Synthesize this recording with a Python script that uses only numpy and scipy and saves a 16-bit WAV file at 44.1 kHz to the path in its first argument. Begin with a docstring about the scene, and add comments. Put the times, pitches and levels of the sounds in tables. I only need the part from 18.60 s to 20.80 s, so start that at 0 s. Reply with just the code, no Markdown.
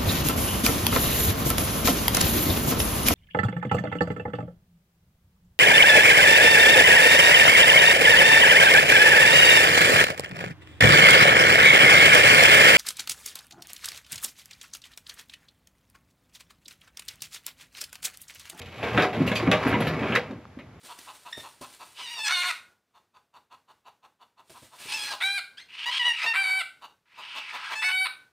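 """A large bulkhead panel is dragged across the bare cargo bay of a van, heard from close by.
Stick-slip friction at its edge drives the sheet's modes into a rumble, a scrape and brief squeaks.
Where the edge catches, impacts clank, rattle and set steel parts ringing; the sheet booms as it
buckles. The bay reverberates briefly, and a few fainter knocks and low booms follow as the scrape
dies away. Beneath it all lies a quiet outdoor background."""
import sys
import numpy as np
from scipy import signal
from scipy.fft import rfft, irfft
from scipy.io import wavfile
from scipy.ndimage import uniform_filter1d

SR = 44100
rng = np.random.default_rng(int(sys.argv[2]) if len(sys.argv) > 2 else 0)


def wav_record(signal):
    """Record a signal, one row per channel, as 16-bit PCM in the file named by sys.argv[1]."""
    frames = np.transpose(np.atleast_2d(signal))
    bounded = np.clip(frames, -1, 1)
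    # unit amplitude maps onto the largest positive 16-bit level
    quanta = np.round(bounded * 32767).astype(np.int16)
    wavfile.write(sys.argv[1], SR, quanta)


N = 97020
T = np.arange(N) / SR
MID_ONLY = np.array([[1], [0]])  # signal rows are mid and side

# catches of the edge: t/s, body level/dB, clank level/dB, treble level/dB, rattle decay time/s
CATCHES = [(.229, -29.5, -29.5, -32.5, 0.045), (0.3758, -20, -18.5, -23.5, 0.0034),
           (0.386, -19, -27.5, -36, .004), (.397, -19, -20.5, -23.5, 0.0076),
           (0.4224, -20.5, -27, -19, 0.011), (.443, -24, -31, -40, 0.0039), (0.53, -29, -34, -32, .012),
           (.546, -33, -36, -35.5, 0.0062), (0.666, -39, -46, -28, 0.0068),
           (.675, -29.5, -28.5, -25.5, .022), (0.716, -24.5, -26.5, -25, 0.0059),
           (.756, -41, -33, -21, 0.018), (0.8, -32, -31, -33, 0.0039), (.875, -22.5, -27, -44, 0.011),
           (.915, -24.5, -20.5, -15.5, 0.021), (.929, -18.5, -25, -30, 0.018), (1.067, -23, -27, -52, .025),
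           (1.126, -31, -22, -47, 0.0062), (1.138, -29, -26.5, -35, 0.0092),
           (1.204, -25.5, -31, -26.5, 0.026), (1.27, -26.5, -28, -34, 0.013),
           (1.425, -26.5, -31, -52, 0.014), (1.468, -41, -31.5, -36, 0.037),
           (1.523, -28.5, -24.5, -35, 0.015), (1.553, -27.5, -32, -18, 0.0027),
           (1.559, -22.5, -18, -18.5, 0.0016), (1.709, -39, -53, -40, .0014),
           (1.989, -45.5, -43.5, -43.5, 0.0044)]
# treble spectrum of an impact: f/Hz, level/dB
TREBLE_SPECTRUM = [(300, -76), (2000, -18), (3600, 9), (4800, -1), (6500, -7), (8000, -12.5), (11500, -10),
                   (15000, -11.5)]


def amp(db):
    """Amplitude ratio of a level in decibels."""
    return 10 ** (np.asarray(db) / 20)


def unit(x):
    """Normalisation to rms 1."""
    return x / np.sqrt(np.mean(x ** 2) + 1e-20)


def unit_peak(x, window=882):
    """Normalisation of a transient to a greatest short-time rms of 1 in the mid signal."""
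    return x / np.sqrt(uniform_filter1d(x[0] ** 2, window).max() + 1e-20)


def value_at(points, hz):
    """Interpolation on a logarithmic frequency axis."""
    f, value = np.transpose(points)
    return np.interp(np.log(hz + 1), np.log(f), value)


def add(mix, start_s, sound):
    """Superposition of a sound on the mix from a given time."""
    part = mix[:, max(round(start_s * SR), 0):][:, :sound.shape[-1]]
    part += sound[..., :part.shape[-1]]


def convolve(x, response):
    """Convolution with an impulse response, cut to the input's length."""
    return signal.fftconvolve(np.atleast_2d(x), np.atleast_2d(response), axes=1)[:, :x.shape[-1]]


def colour(x, spectrum, size=8192):
    """Minimum-phase filtering: the phase follows from the log gain by the Hilbert transform."""
    log_gain = np.log(amp(value_at(spectrum, abs(np.fft.fftfreq(size, 1 / SR)))))
    transfer = np.exp(np.conj(signal.hilbert(log_gain)))
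    return convolve(x, np.fft.ifft(transfer).real[:size // 2])


def bay_response(size=22050):
    """Reverberation: direct sound, strong early reflections and a diffuse tail that decays by band."""
    # reverberation time of the steel bay: f/Hz, T60/s
    decay_times = [(80, 0.27), (260, 0.32), (700, 0.33), (1800, 0.17), (4800, 0.23), (12000, 0.15)]
    early_s, early_db, direct_db = 0.023, 3.5, -7
    hz, t, bands = signal.stft(rng.choice([-1., 1.], (2, size)), SR, nperseg=256)
    decay = amp(-60 * t / value_at(decay_times, hz)[:, None])
    response = signal.istft(bands * decay, SR, nperseg=256)[1][:, :size]
    response *= 1 + amp(early_db) * np.exp(-T[:size] / early_s)
    response /= np.linalg.norm(response[0])
    response[0, 0] += amp(direct_db)
    return response


def panel_resonance(drive):
    """Forced vibration: each mode of the sheet is a damped resonator that adds to the drive."""
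    # bending modes: f/Hz, T60/s, gain/dB
    panel_modes = [(71.2, 1, -8), (81.8, 0.54, 13.5), (113.9, 0.51, 5.5), (157.7, 0.36, 0), (205.7, 0.3, 0),
                   (265.5, 0.42, -6.5), (385.7, 0.49, 4), (472, 0.077, -10.5), (630, 0.73, -7),
                   (737, 0.46, -5), (1079, 0.11, -2.5), (1210, 0.57, -1), (1410, 0.81, -10),
                   (1590, 0.88, -12), (2220, 0.14, -4), (2484, 0.44, -7), (3870, 0.22, 1)]
    out = drive
    for hz, t60, db in panel_modes:
        q = hz * t60 * np.pi / np.log(1000)
        out = out + amp(db) * signal.lfilter(*signal.iirpeak(hz, q, SR), drive)
    return out


def impulses(per_s, size, spread_db=4):
    """A Poisson process of small impacts of uneven strength."""
    strength = amp(spread_db * np.minimum(rng.exponential(1, size), 4))
    return strength * rng.choice([-1., 1.], size) * (rng.random(size) < per_s / SR)


def outdoors(level_db=-45):
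    """Ambient noise, mostly low in pitch and only partly coherent between the two microphones."""
    # background spectrum: f/Hz, level/dB
    outdoor_spectrum = [(25, -39), (51, -2), (86, 10.5), (236, -7), (461, -10), (808, -13.5), (2230, -20.5),
                        (8720, -43), (12000, -41), (14900, -74)]
    # stereo width of the background: f/Hz, side level re mid/dB
    outdoor_width = [(60, -40), (370, -10), (2300, -10), (14000, 7)]
    mid, side = amp(level_db) * unit(colour(rng.standard_normal((2, N)), outdoor_spectrum))
    return mid, colour(side, outdoor_width)[0]


def tick(start_s=1.854, hz=1200, level_db=-27, decay_s=.0008):
    """A heavily damped oscillation right at the microphone: one small dry tick."""
    t = np.maximum(T - start_s, 0)
    return amp(level_db) * np.sin(2 * np.pi * hz * t) * np.exp(-t / decay_s)


def edge_squeaks(mix, reverb_db=5.5, size=11025):
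    """Frictional excitation: each run of fast slips on bare metal drives one resonance of the edge."""
    # skids: t/s, level/dB, f/Hz, duration/s, quality factor Q
    skids = [(.376, -27, 3320, 0.0065, 7.6), (.423, -38.5, 4820, .02, 7.6), (.675, -25.5, 2710, 0.011, 8.7),
             (.665, -42, 11200, 0.039, 1.1), (.756, -33.5, 4660, 0.014, 18), (.756, -31.5, 3140, 0.013, 26),
             (.756, -28.5, 2410, 0.013, 12), (.752, -40, 5400, 0.033, 1.1), (.748, -44, 11500, 0.037, 3.1),
             (.789, -32.5, 1047, 0.013, 9), (1.072, -42, 11500, .032, 2.8), (1.137, -24.5, 977, 0.021, 9.6),
             (1.147, -39, 2300, .008, 9.6), (1.203, -41, 11400, 0.013, 4.5),
             (1.265, -44.5, 11900, 0.03, 6.2), (1.267, -40.5, 4200, .044, 4.5),
             (1.55, -21, 1720, 0.0053, 3.4), (1.558, -21.5, 1940, .018, 8.8),
             (1.993, -48.5, 2280, 0.021, 3.3)]
    for start_s, db, hz, length_s, q in skids:
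        progress = np.minimum(T[:size] / length_s, 1)
        force = rng.standard_normal(size) * np.sin(np.pi * np.sqrt(progress))
        resonator = signal.iirpeak(hz, q, SR)
        ring = signal.lfilter(*resonator, signal.lfilter(*resonator, force))
        echo = amp(reverb_db) * convolve(ring, bay_response())
        add(mix, start_s, amp(db) * unit_peak(ring * MID_ONLY + echo))


def steel_rings(mix, rise_s=0.0056, reverb_db=-16, size=22050):
    """Free vibration: hollow steel parts struck by the edge swell into their modes and ring out."""
    # modes of the van's pillar and sill: f/Hz, level/dB, T60/s
    pillar = [(290.2, -5.5, 0.49), (390, 2.5, 0.27), (734.7, 2.5, 0.45), (1308, 0, 0.25), (1615, -9, 0.37),
              (2207, -15, .3), (2509, -2, 0.15)]
    sill = [(570.5, -2.5, 0.2), (621, -0.5, 0.31), (770, -9, 0.12), (1144, 0, 0.18), (1220, -7, 0.27),
            (1930, -13, 0.12), (2594, -5, 0.21), (2880, -7.5, 0.23), (3230, -5, 0.12), (3450, -15, .08),
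            (3890, -23, 0.13)]
    blows = [(.3755, -20.5, pillar), (.4225, -24.5, pillar), (.915, -19.5, sill)]
    t = T[:size]
    for start_s, level_db, part in blows:
        ring = sum(amp(db - 60 * t / t60) * np.sin(2 * np.pi * (hz * t + rng.random()))
                   for hz, db, t60 in part)
        ring *= 1 - np.exp(-t / rise_s)
        echo = amp(reverb_db) * convolve(ring, bay_response())
        add(mix, start_s, amp(level_db) * unit_peak(ring * MID_ONLY + echo))


def contact_cracks(mix, decay_s=0.0024, size=4096):
    """Nonlinear contact: metal on metal begins with a dry crack that grows faster than the blow."""
    # spectrum of the crack: f/Hz, level/dB
    crack_spectrum = [(150, -24), (700, -3), (1500, 13.5), (2400, -8), (3700, -12), (5000, -22),
                      (8000, -30), (15000, -38)]
    hard_blow_db, growth = -16, 2.35  # growth in dB of crack per dB of blow
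    for start_s, _, clank_db, treble_db, _ in CATCHES:
        burst = rng.choice([-1., 1.], (2, size)) * np.exp(-T[:size] / decay_s)
        bands = [(clank_db, -9, crack_spectrum), (treble_db, -20.5, TREBLE_SPECTRUM)]
        for blow_db, hard_crack_db, spectrum in bands:
            gain = amp(hard_crack_db + growth * (blow_db - hard_blow_db))
            add(mix, start_s, gain * unit_peak(colour(burst, spectrum), window=88))


def edge_clanks(mix, rattle_per_s=900, rattle_db=4, treble_trim_db=-14, size=22050):
    """Impact excitation: at each catch, one hard contact and a dying rattle ring the panel and bay."""
    # spectra of the impact's low body and metallic midrange: f/Hz, level/dB
    body_spectrum = [(50, -39), (120, -2), (300, 4), (600, 8), (1000, -1), (1600, -3), (4000, -76)]
    clank_spectrum = [(100, -41.5), (700, -4), (1400, 4.5), (2300, 5), (3300, -7.5), (4500, -30.5),
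                      (8000, -44.5)]
    for start_s, body_db, clank_db, treble_db, decay_s in CATCHES:
        rattle = impulses(rattle_per_s, size) * np.exp(-T[:size] / decay_s)
        force = amp(rattle_db) * rattle / (np.linalg.norm(rattle) + 1e-9)
        force[0] += 1  # the first contact
        ring = panel_resonance(convolve(force, bay_response()))
        bands = [(body_db, body_spectrum), (clank_db, clank_spectrum),
                 (treble_db + treble_trim_db, TREBLE_SPECTRUM)]
        for db, spectrum in bands:
            add(mix, start_s, amp(db) * unit_peak(colour(ring, spectrum)))


def sheet_booms(mix, gain_db=1.5, reverb_db=-5.5, size=22050):
    """Buckling: the sheet makes a few heavily damped swings and springs back as the echo builds."""
    # flexures: t/s, relative level/dB, f/Hz, rebound delay/s, rebound level re first swing/dB
    flexures = [(.006, -33, 86, 0.055, -1), (.349, -29, 117, 0.018, -6), (.378, -35.5, 200, 0.019, -18),
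                (.572, -21.5, 175, .013, -0.5), (.602, -11.5, 273, .0112, -3), (.603, -19.5, 170, 0.012, 4),
                (.64, -26, 165, 0.018, 5), (.713, -16.5, 214, 0.011, -26), (.826, -25, 342, 0.0086, 4.5),
                (.875, -13, 261, 0.0065, -11), (.885, -11.5, 167, 0.011, -6),
                (1.058, -15.5, 266, 0.0077, -1.5), (1.128, -21, 280, .011, 2), (1.195, -23.5, 223, .014, 4),
                (1.252, -30, 150, 0.0193, 7), (1.31, -28.5, 160, .011, 6), (1.417, -19, 253, .014, -4.5),
                (1.499, -19, 216, .018, -1), (1.704, -27.5, 257, 0.023, -1), (1.757, -40, 187, .02, -15),
                (1.971, -30.5, 257, 0.029, -11)]
    rise_s, echo_build_s = 0.0032, 0.026
    overtone_ratio, overtone_db = 2.23, -15
    build_up = np.minimum(T[:size] / echo_build_s, 1) ** 2
    for start_s, db, hz, rebound_s, rebound_db in flexures:
        direct = 0
        for delay_s, gain in [(0, 1), (rebound_s, amp(rebound_db))]:
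            t = np.maximum(T[:size] - delay_s, 0)
            phase = 2 * np.pi * hz * t
            swing = np.sin(phase) + amp(overtone_db) * np.sin(overtone_ratio * phase)
            direct = direct + gain * swing * t / rise_s * np.exp(1 - t / rise_s)
        echo = convolve(direct, bay_response() * build_up)
        echo *= amp(reverb_db) * np.linalg.norm(direct) / np.linalg.norm(echo[0])
        add(mix, start_s, amp(db + gain_db) * (direct * MID_ONLY + echo))


def panel_drag(contacts=4, slips_per_s=1000, grit_per_s=250):
    """Stick-slip friction: contact points along the edge take turns to shake the sheet in bursts."""
    # course of the drag: t/s, rumble level/dB, scrape level/dB
    drag_levels = [(0, -48, -43), (.1, -51, -49.5), (0.179, -40.5, -41), (.24, -34, -28),
                   (0.308, -37, -30.5), (.37, -20, -25.5), (.451, -41.5, -23.5), (.52, -37, -38.5),
                   (.6, -25.5, -30.5), (.78, -32, -33.5), (.875, -25, -28), (.95, -28, -35.5),
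                   (1.0, -37, -28), (1.05, -29.5, -26), (1.17, -23, -29), (1.3, -30, -29.5),
                   (1.37, -29, -31), (1.55, -33.5, -29.5), (1.62, -40.5, -37.5), (1.8, -42, -53),
                   (1.88, -61.5, -69), (2.2, -49.5, -68)]
    # course of the fine sliding hiss: t/s, level/dB
    hiss_levels = [(0, -43.5), (.1, -50), (.3, -41), (.5, -49.5), (.8, -39.5), (.98, -84), (1.09, -34.5),
                   (1.15, -57), (1.28, -36.5), (1.37, -69), (2.2, -90)]
    # spectra of the three friction layers: f/Hz, level/dB
    rumble_spectrum = [(25, -26), (45, -62), (66, 3.5), (90, -9), (115, 6), (190, -1), (280, -0.5),
                       (400, -5.5), (800, -39.5), (2000, -56)]
    scrape_spectrum = [(60, -23), (250, -15.5), (450, 4), (800, 0), (1300, -1.5), (2300, -2), (3300, -15),
                       (5000, -23), (8000, -35), (12000, -31.5), (15000, -37)]
    hiss_spectrum = [(500, -72), (2000, 3), (3000, 4.5), (4500, -8), (6000, -13.5), (8000, -17.5),
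                     (11000, -19), (13000, -11), (15000, -24)]
    judder_hz, judder_db, turns_per_s = 46, 1.5, 1.525
    times, rumble_db, scrape_db = np.transpose(drag_levels)
    layers = [((times, rumble_db), rumble_spectrum, slips_per_s),
              ((times, scrape_db), scrape_spectrum, slips_per_s),
              (np.transpose(hiss_levels), hiss_spectrum, grit_per_s)]
    out = 0
    for level_curve, spectrum, per_s in layers:
        drive = 0
        for k in range(contacts):
            judder = np.interp(T * judder_hz, np.arange(N), rng.standard_normal(N))
            load = abs(np.sin(np.pi * (T * turns_per_s + k / contacts)))
            force = impulses(per_s / contacts, N) * amp(judder_db * judder) * load
            drive = drive + convolve(force, bay_response())
        layer = colour(panel_resonance(drive), spectrum)
        running_rms = np.sqrt(abs(uniform_filter1d(layer[0] ** 2, size=2600)) + 1e-12)
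        out = out + layer / running_rms * amp(np.interp(T, *level_curve))
    return out


def scene(left_lag_s=1.4e-5):
    """Mid-side stereophony: the sources superpose, and sum and difference give left and right."""
    # stereo width of the sound in the bay: f/Hz, side gain/dB
    bay_width = [(60, -91), (250, -30.5), (1000, -31), (2500, -49), (4000, -4.5), (6000, -5), (9000, 8),
                 (14000, -6.5)]
    mix = panel_drag()
    for source in (edge_clanks, steel_rings, sheet_booms, edge_squeaks, contact_cracks):
        source(mix)
    outdoor_mid, outdoor_side = outdoors()
    mid = mix[0] + outdoor_mid + tick()
    side = colour(mix[1], bay_width)[0] + outdoor_side
    lag = np.exp(-2j * np.pi * np.fft.rfftfreq(N, 1 / SR) * left_lag_s)
    return np.array([irfft(rfft(mid + side) * lag, N), mid - side])


def record(dry):
    """Linear filtering by the microphone: a treble notch, a low cut and a band limit."""
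    # microphone response: f/Hz, gain/dB
    mic_response = [(20, -2), (7500, -2.5), (8600, -13.5), (9400, -19.5), (10200, -4), (14000, -10),
                    (15000, -17)]
    low_cut_hz, band_limit_hz = 93.4, 15050
    low_cut = signal.butter(2, low_cut_hz, "high", fs=SR, output="sos")
    band_limit = signal.firwin(511, band_limit_hz, window=("kaiser", 9), fs=SR)
    heard = signal.sosfilt(low_cut, colour(dry, mic_response))
    return signal.oaconvolve(heard, band_limit[None], "same")


dry = scene()
out = record(dry)
wav_record(out)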